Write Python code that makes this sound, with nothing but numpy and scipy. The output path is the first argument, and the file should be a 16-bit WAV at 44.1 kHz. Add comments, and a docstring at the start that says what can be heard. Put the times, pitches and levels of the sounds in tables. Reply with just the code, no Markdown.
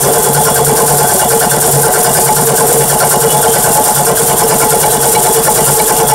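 """Beside a small motor-driven piston compressor filling a tank, a phone microphone close to the gauge panel.
Each crank turn rasps at the intake, lifts and knocks the discharge valve, then knocks again on release;
noise bursts ring body modes, shell and frame ring on noise, and the drive tone races past dead centre.
Noise puffs make a pulsing treble hiss over panel buzz, rumble, rocking, a thin whine and a few clinks.
The phone's limiter holds the level near full scale."""
import sys
import numpy as np
from scipy import signal
from scipy.fft import rfft, irfft, next_fast_len
from scipy.io import wavfile
from scipy.ndimage import uniform_filter1d, minimum_filter1d

SR = 44100
rng = np.random.default_rng(int(sys.argv[2]) if len(sys.argv) > 2 else 0)


def log_audio(samples):
    """Write samples as a 16-bit WAV file to the path given in sys.argv[1]."""
    # one column per channel
    frames = np.atleast_2d(samples).T
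    # limit to full scale, then quantise
    limited = np.clip(frames, -1, 1)
    pcm = np.round(limited * 32767).astype(np.int16)
    wavfile.write(sys.argv[1], SR, pcm)


N = 270774

CRANK_HZ = 9.396


def undb(db):
    """Turn decibels into an amplitude gain."""
    return 10 ** (np.asarray(db) / 20)


def level(x, db):
    """Scale a signal to an rms level in dB."""
    return x * undb(db) / np.sqrt(np.mean(x ** 2))


def ring(x, hz, width_hz):
    """One resonance; white input of rms 1 gives rms near 1."""
    b, a = signal.iirpeak(hz, hz / width_hz, fs=SR)
    return signal.lfilter(b, a, x) * np.sqrt(SR / (np.pi * width_hz))


def colour(x, spectrum):
    """Filter by a table of hz and gain_db, interpolated over log frequency."""
    size = next_fast_len(N)
    table_hz, table_db = np.transpose(spectrum)
    bin_hz = np.arange(size // 2 + 1) * SR / size
    # 1 Hz is added to keep the logarithm finite at the lowest bin
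    gain = undb(np.interp(np.log(bin_hz + 1), np.log(table_hz), table_db))
    return irfft(rfft(x, size) * gain, size)[:N]


def walk(rate):
    """Random levels held for 1 / rate seconds and slewed; spread near 1."""
    hold = int(SR / rate)
    steps = np.repeat(rng.standard_normal(N // hold + 1), hold)
    return 1.174 * uniform_filter1d(steps, hold)[:N]


def turn(angle, table):
    """Read the columns of a table that repeats every crank turn."""
    at_turn, *columns = np.transpose(table)
    return [np.interp(angle, at_turn, column, period=1) for column in columns]


def held(x, seconds, share):
    """Even out part of the slow chance swell of a narrow ring."""
    swell = np.sqrt(uniform_filter1d(x ** 2, int(seconds * SR)) + 1e-9)
    return level(x / swell ** np.clip(share, 0, 1), 0)


def rumble():
    """Broad, mostly low noise without a beat, shaped from white noise."""
    # Rumble spectrum: hz [Hz], density_db [dB per Hz]
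    rumble_spectrum = [(15, -53), (25, -11), (145, -8), (314, 4), (448, -27), (593, -9), (846, -12),
                       (947, 8.5), (2200, -10), (2860, -58), (4840, -120)]
    return level(colour(rng.standard_normal(N), rumble_spectrum), -29)


def rocking(turns):
    """The unbalanced crank rocks the frame at low multiples of its speed."""
    # Rocking of the frame: multiple [times crank speed], level_db [dB]
    rocking_partials = [(3, -56), (4, -42.5), (5, -44), (6, -63), (7, -53), (8, -44)]
    start_turn = rng.random(len(rocking_partials))
    out = 0
    for (multiple, level_db), start in zip(rocking_partials, start_turn):
        gain = np.sqrt(2) * undb(level_db + 2.4 * walk(4.88))
        out = out + gain * np.sin(2 * np.pi * (multiple * turns + start))
    return out


def whine():
    """A thin high ring, one narrow resonance fed by noise, comes and goes."""
    whine_hz, width_hz = 3375., 10.
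    whine_db, waver_db = -39, 3
    tone = ring(rng.standard_normal(N), whine_hz, width_hz)
    return undb(whine_db + waver_db * walk(5)) * held(tone, seconds=0.23, share=0.43)


def clinks():
    """A loose part of the panel is struck now and then; short noise bursts ring its modes."""
    # Strikes on the loose part: start_s [s], level_db [dB]
    strikes = [(4.83, 4), (4.94, -13), (5.145, 11.5), (5.255, 6), (5.791, 9), (6.0, -7)]
    # Modes of the loose part: hz [Hz], width_hz [Hz], level_db [dB]
    clink_modes = [(2270, 40, -29), (2890, 40, -29), (4000, 50, -30)]
    force = np.zeros(N)
    for start_s, level_db in strikes:
        force[int(start_s * SR)] = undb(level_db)
    burst = rng.standard_normal(800) * np.hanning(800)
    force = np.convolve(force, burst)[:N]
    return sum(undb(level_db) * ring(force, hz, width_hz) for hz, width_hz, level_db in clink_modes)


def panel(low_db):
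    """The sheet panel buzzes on many close, weak modes, each swelling in its own time."""
    # Panel buzz spectrum: hz [Hz], gain_db [dB]
    panel_spectrum = [(1500, -4), (1800, -10), (2100, -14), (2300, -13), (2500, -3), (2830, 3), (3500, 0.5),
                      (4160, -5.5), (5000, -2), (6300, 1.5)]
    mode_count, panel_db = 60, -30.5
    modes = rng.random((mode_count, 2))
    # one mode at a random place in each equal slice of the band
    modes[:, 0] = (np.arange(mode_count) + modes[:, 0]) / mode_count
    buzz = 0
    for place, size in modes:
        force = rng.standard_normal(N) * undb(5.3 * walk(15) + low_db)
        buzz = buzz + ring(force, 1800 + 4600 * place, width_hz=30.0) * undb(6 * size)
    return level(colour(buzz, panel_spectrum), panel_db)


def grit(scatter_db):
    """Dense noise grains of uneven size, rms 1."""
    return level(rng.standard_normal(N) * undb(scatter_db * walk(900)), 0)


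def puffs(rate, scatter_db):
    """Level in dB of small gusts that start sharply and fade."""
    kicks = rng.exponential(size=N) * (rng.random(N) < rate / SR)
    swell = signal.lfilter([1], [1, -np.exp(-rate / SR)], kicks)
    return scatter_db * (swell - swell.mean()) / swell.std()


def hiss(angle, late_db, rise_db):
    """Air and brush noise over the panel buzz; three treble bands swell at different crank angles."""
    # Hiss spectrum: hz [Hz], density_db [dB per Hz]
    hiss_spectrum = [(3000, -12.5), (4200, -10), (5760, -4), (6650, -5), (7220, 0.5), (9040, 5), (10400, 2),
                     (11400, 1), (13300, -2.5), (15500, -5)]
    # Narrow rings in the hiss: hz [Hz], width_hz [Hz], level_db [dB]
    hiss_rings = [(7020, 120, -33), (7380, 130, -33), (8690, 170, -28), (9260, 120, -31), (9550, 200, -30),
                  (11220, 200, -32), (11630, 60, -36), (12850, 150, -37)]
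    # Hiss through one turn: angle [turns], panel_db [dB], 8_khz_db [dB], 13_khz_db [dB]
    hiss_turn = [(0, 11, 7.5, 9.5), (.13, 15, 16, 21.5), (.27, 3, 18, 14), (.38, 20, 11, 13.5),
                 (.5, -3, 15, 9.5), (.59, 0, 12, 2), (0.672, 21, 11.9, 19), (.78, -24, 10.5, 6),
                 (.9, 8, 13, 9)]
    hiss_db = -12.5
    # the late hiss swells in the second half of the turn
    late = late_db * np.clip(np.sin(2 * np.pi * (angle - .55)), 0, 1)
    gusts_db = puffs(70., scatter_db=1.53) + 0.37 * walk(25) + late
    noise = grit(scatter_db=1.56) * undb(gusts_db)
    rings = sum(undb(db - hiss_db) * ring(noise, hz, width_hz) for hz, width_hz, db in hiss_rings)
    noise = level(colour(noise, hiss_spectrum), 0) + rings
    high_pass = signal.butter(2, 11000, "high", fs=SR, output="sos")
    high = signal.sosfiltfilt(high_pass, noise)
    low_db, mid_db, high_db = turn(angle, hiss_turn)
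    air = undb(mid_db) * (noise - high) + undb(high_db) * high
    return level(air, hiss_db) + panel(low_db + rise_db)


def drive(angle):
    """The drive tone labours under compression and races up once the piston is over the top."""
    # Drive tone through one turn: angle [turns], pitch_hz [Hz], level_db [dB]
    drive_turn = [(0, 128.4, -63), (.25, 150.3, -24), (0.449, 135, -33.5), (.62, 144.3, -26),
                  (.74, 183, -23.5), (.82, 225.2, -17.5), (.9, 250, -31.5)]
    pitch_hz, level_db = turn(angle, drive_turn)
    phase = 2 * np.pi * np.cumsum(pitch_hz * (1 + 0.0423 * walk(17))) / SR
    return np.sqrt(2) * undb(level_db + 1.5 * walk(20)) * np.sin(phase)


def tank(t, angle):
    """Noise shakes the tank and frame: the shell rings on a close pair, the frame hums low."""
    # Shell modes: hz [Hz], width_hz [Hz], level_db [dB]
    shell_modes = [(437, 17, 10.5), (453.2, 13.8, 34)]
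    # Uneven level of the noise-fed tank ring: time_s [s], level_db [dB]
    tank_unevenness = [(0.0, -23), (0.07, -11.5), (0.36, -19.5), (0.77, -13.5), (1.08, -17.5), (1.23, -39),
                       (1.3, -15.5), (1.61, -23.5), (1.67, -15), (2.34, -21), (2.79, -10), (2.87, -24.5),
                       (3.33, -15), (4.04, -25), (4.07, -17.5), (6.14, -17)]
    # Uneven level of the noise-fed frame hum: time_s [s], level_db [dB]
    frame_unevenness = [(0.0, -31), (0.03, -25.5), (0.87, -20.5), (1.47, -30), (1.8, -15.5), (1.96, -46),
                        (2.09, -24), (5.2, -26), (5.21, -35), (5.73, -17.5), (5.78, -34), (6.14, -21)]
    frame_hz, frame_width_hz = 142.5, 6.7
    throb_hz, throb_db, throb_peak_s = 3.3, 2, 0.042
    shake = rng.standard_normal(N)
    shell = sum(undb(db) * ring(shake, hz, width_hz) for hz, width_hz, db in shell_modes)
    frame = ring(rng.standard_normal(N), frame_hz, frame_width_hz)

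    tank_db = np.interp(t, *np.transpose(tank_unevenness))
    tank_db = tank_db - 1.7 * np.cos(2 * np.pi * (angle - .12))
    frame_db = np.interp(t, *np.transpose(frame_unevenness))
    frame_db = frame_db + throb_db * np.cos(2 * np.pi * throb_hz * (t - throb_peak_s))
    # the frame hums most while the piston works
    frame_db = frame_db - 2.5 * np.cos(2 * np.pi * (angle - .02))
    shell_ring = undb(tank_db) * held(shell, seconds=0.27, share=0.53)
    frame_hum = undb(frame_db) * held(frame, seconds=0.069, share=0.45)
    return shell_ring + frame_hum


def strokes(turns):
    """Strength of each blow in dB: a drift as the tank fills, two slow swings, and chance per stroke."""
    # Rows: intake rasp, discharge knock, release knock, late hiss. Columns: start_db [dB], drift [dB per s],
    # belt_db [dB], belt_peak_s [s], swell_db [dB], swell_peak_s [s], scatter_db [dB]
    blow_strength = [(-1.5, -0.52, 2.5, 0.28, -1.5, 0.1, 1.5), (-3.5, 0.58, -0.5, 0.045, 2, 0.51, 1.5),
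                     (-0.5, -1.46, -2, 0.083, 1, 0.047, 3.5), (0, 0, 0, 0.13, -0.1, .37, 2.36)]
    belt_hz, swell_hz = 1.884, 1.236  # laps of the drive belt; a slower swell of the knocks
    stroke = np.floor(turns).astype(int) + 1
    # one time per stroke, half a turn before that stroke begins
    at_s = (stroke - 1.5) / CRANK_HZ
    chance = rng.standard_normal((stroke.max() + 1, len(blow_strength)))[stroke].T
    rows = []
    for settings, luck in zip(blow_strength, chance):
        start_db, drift, belt_db, belt_peak_s, swell_db, swell_peak_s, scatter_db = settings
        belt = belt_db * np.cos(2 * np.pi * belt_hz * (at_s - belt_peak_s))
        swell = swell_db * np.cos(2 * np.pi * swell_hz * (at_s - swell_peak_s))
        rows.append(start_db + drift * at_s + belt + swell + scatter_db * luck)
    return uniform_filter1d(np.array(rows), size=300)  # soften the steps between strokes


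def blow(angle, stroke_db, start, rise, fall):
    """A burst of rattling force from one crank angle of every turn; start, rise and fall in turns."""
    since = (angle - start) % 1
    force = np.minimum(since / rise, 1) * np.exp(-since / fall)
    return level(force, 0) * undb(stroke_db + 0.77 * walk(150))


def body(angle, rasp_db, discharge_db, release_db):
    """Running vibration and the four blows of a turn ring the same modes of head, pipes and panel."""
    # Pitch of each body mode: hz [Hz]
    body_hz = [169, 345, 385, 555, 636, 692, 724, 748, 852, 1010, 1038, 1390, 1472, 1545, 1750, 1975, 2250,
               2890, 4380, 5005, 5600]
    # The same modes in order: width_hz [Hz], running_db [dB], rasp_db [dB], valve_lift_db [dB],
    # discharge_db [dB], release_db [dB]
    body_modes = [(13, -35.5, -37.5, -50, -56, -55), (30.3, -39, -50, -34.5, -48, -48),
                  (15.2, -29, -48, -34.5, -38, -34.5), (39.7, -34.5, -32, -29, -28, -28.5),
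                  (31.8, -27, -35.5, -31, -30, -30.5), (37.3, -28.5, -50, -50, -29.5, -32.5),
                  (23.7, -24, -26, -40, -23, -22.5), (11.9, -46, -58, -55, -41, -32.5),
                  (24.4, -19.5, -50, -37, -18.5, -40), (37.8, -32, -44, -44, -45, -52),
                  (65, -37, -32, -32, -28, -50), (24.4, -46, -28, -36, -53, -40.5),
                  (28, -44, -34, -40, -51, -43), (73, -35, -26.5, -37, -55, -39),
                  (50, -44.5, -35.5, -37, -50, -50), (23.8, -52, -55, -43, -41.5, -47),
                  (119, -60, -53, -40, -38.5, -55), (35, -60, -53, -42.5, -41.5, -53),
                  (91, -46, -35.5, -45, -50, -58), (45, -60, -36, -39, -61, -62),
                  (140, -60, -33, -37, -49, -60)]
    # the running vibration eases around one crank angle
    dip_db, dip_turn = 1.5, 0.018
    running_db = 1.6 * walk(12) - dip_db * np.cos(2 * np.pi * (angle - dip_turn))
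    forces = [
        undb(running_db),
        blow(angle, rasp_db, start=0.176, rise=0.013, fall=0.19),
        blow(angle, discharge_db, start=0.339, rise=.03, fall=0.19),  # valve lift
        blow(angle, discharge_db, start=0.448, rise=0.035, fall=0.11),
        blow(angle, release_db, start=0.69, rise=0.028, fall=0.12),
    ]
    powers = np.array(forces) ** 2
    out = 0
    for hz, (width_hz, *force_db) in zip(body_hz, body_modes):
        # every mode sits on another part and feels its own rattle
        strength = np.sqrt(undb(force_db) ** 2 @ powers)
        force = strength * undb(1.5 * walk(14)) * rng.standard_normal(N)
        # a second, wider pass keeps the valleys between modes dark
        rung = ring(ring(force, hz, width_hz), hz, 4.68 * width_hz)
        out = out + rung * np.sqrt(3.5 * np.pi * width_hz / SR)
    return out


def hollows(x):
    """Close to the panel, part of each narrow band is missing: subtract a share of it."""
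    # Narrow dips close to the panel: hz [Hz], width_hz [Hz], depth [0-1]
    panel_dips = [(2530, 98, 0.46), (4180, 130, 0.33)]
    for hz, width_hz, depth in panel_dips:
        band = signal.lfilter(*signal.iirpeak(hz, hz / width_hz, fs=SR), x)
        x = x - np.clip(depth, 0, 1) * band
    return x


def scene():
    """The whole machine, heard by one microphone and laid on two equal channels."""
    # Unevenness of the crank: time_s [s], lag [turns behind an even crank]
    crank_lag = [(0, 0.05), (2.5, 0.00066), (6.14, .001)]
    t = np.arange(N) / SR
    turns = CRANK_HZ * t - np.interp(t, *np.transpose(crank_lag))
    angle = turns % 1
    rasp_db, discharge_db, release_db, late_db = strokes(turns)
    panel_rise_db = .5 * t  # dB, with t in seconds
    background = rumble() + rocking(turns) + whine() + clinks()
    machine = hiss(angle, late_db, panel_rise_db) + drive(angle) + tank(t, angle)
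    mono = background + machine + body(angle, rasp_db, discharge_db, release_db)
    return np.array([hollows(mono)] * 2)


def record(dry):
    """The phone's quick limiter ducks around each peak, what is left clips; the top is cut."""
    top_hz = 15700
    loud = 1.367 * dry
    span = int(0.0014 * SR)
    needed = np.minimum(1, 0.92 / (np.abs(loud) + 1e-9)) ** 0.88
    gain = uniform_filter1d(minimum_filter1d(needed, span), span)
    clipped = np.clip(gain * loud, -.9, .9)
    low_pass = signal.ellip(12, .1, 80, top_hz, fs=SR, output="sos")
    return signal.sosfilt(low_pass, clipped)


dry = scene()
out = record(dry)
log_audio(out)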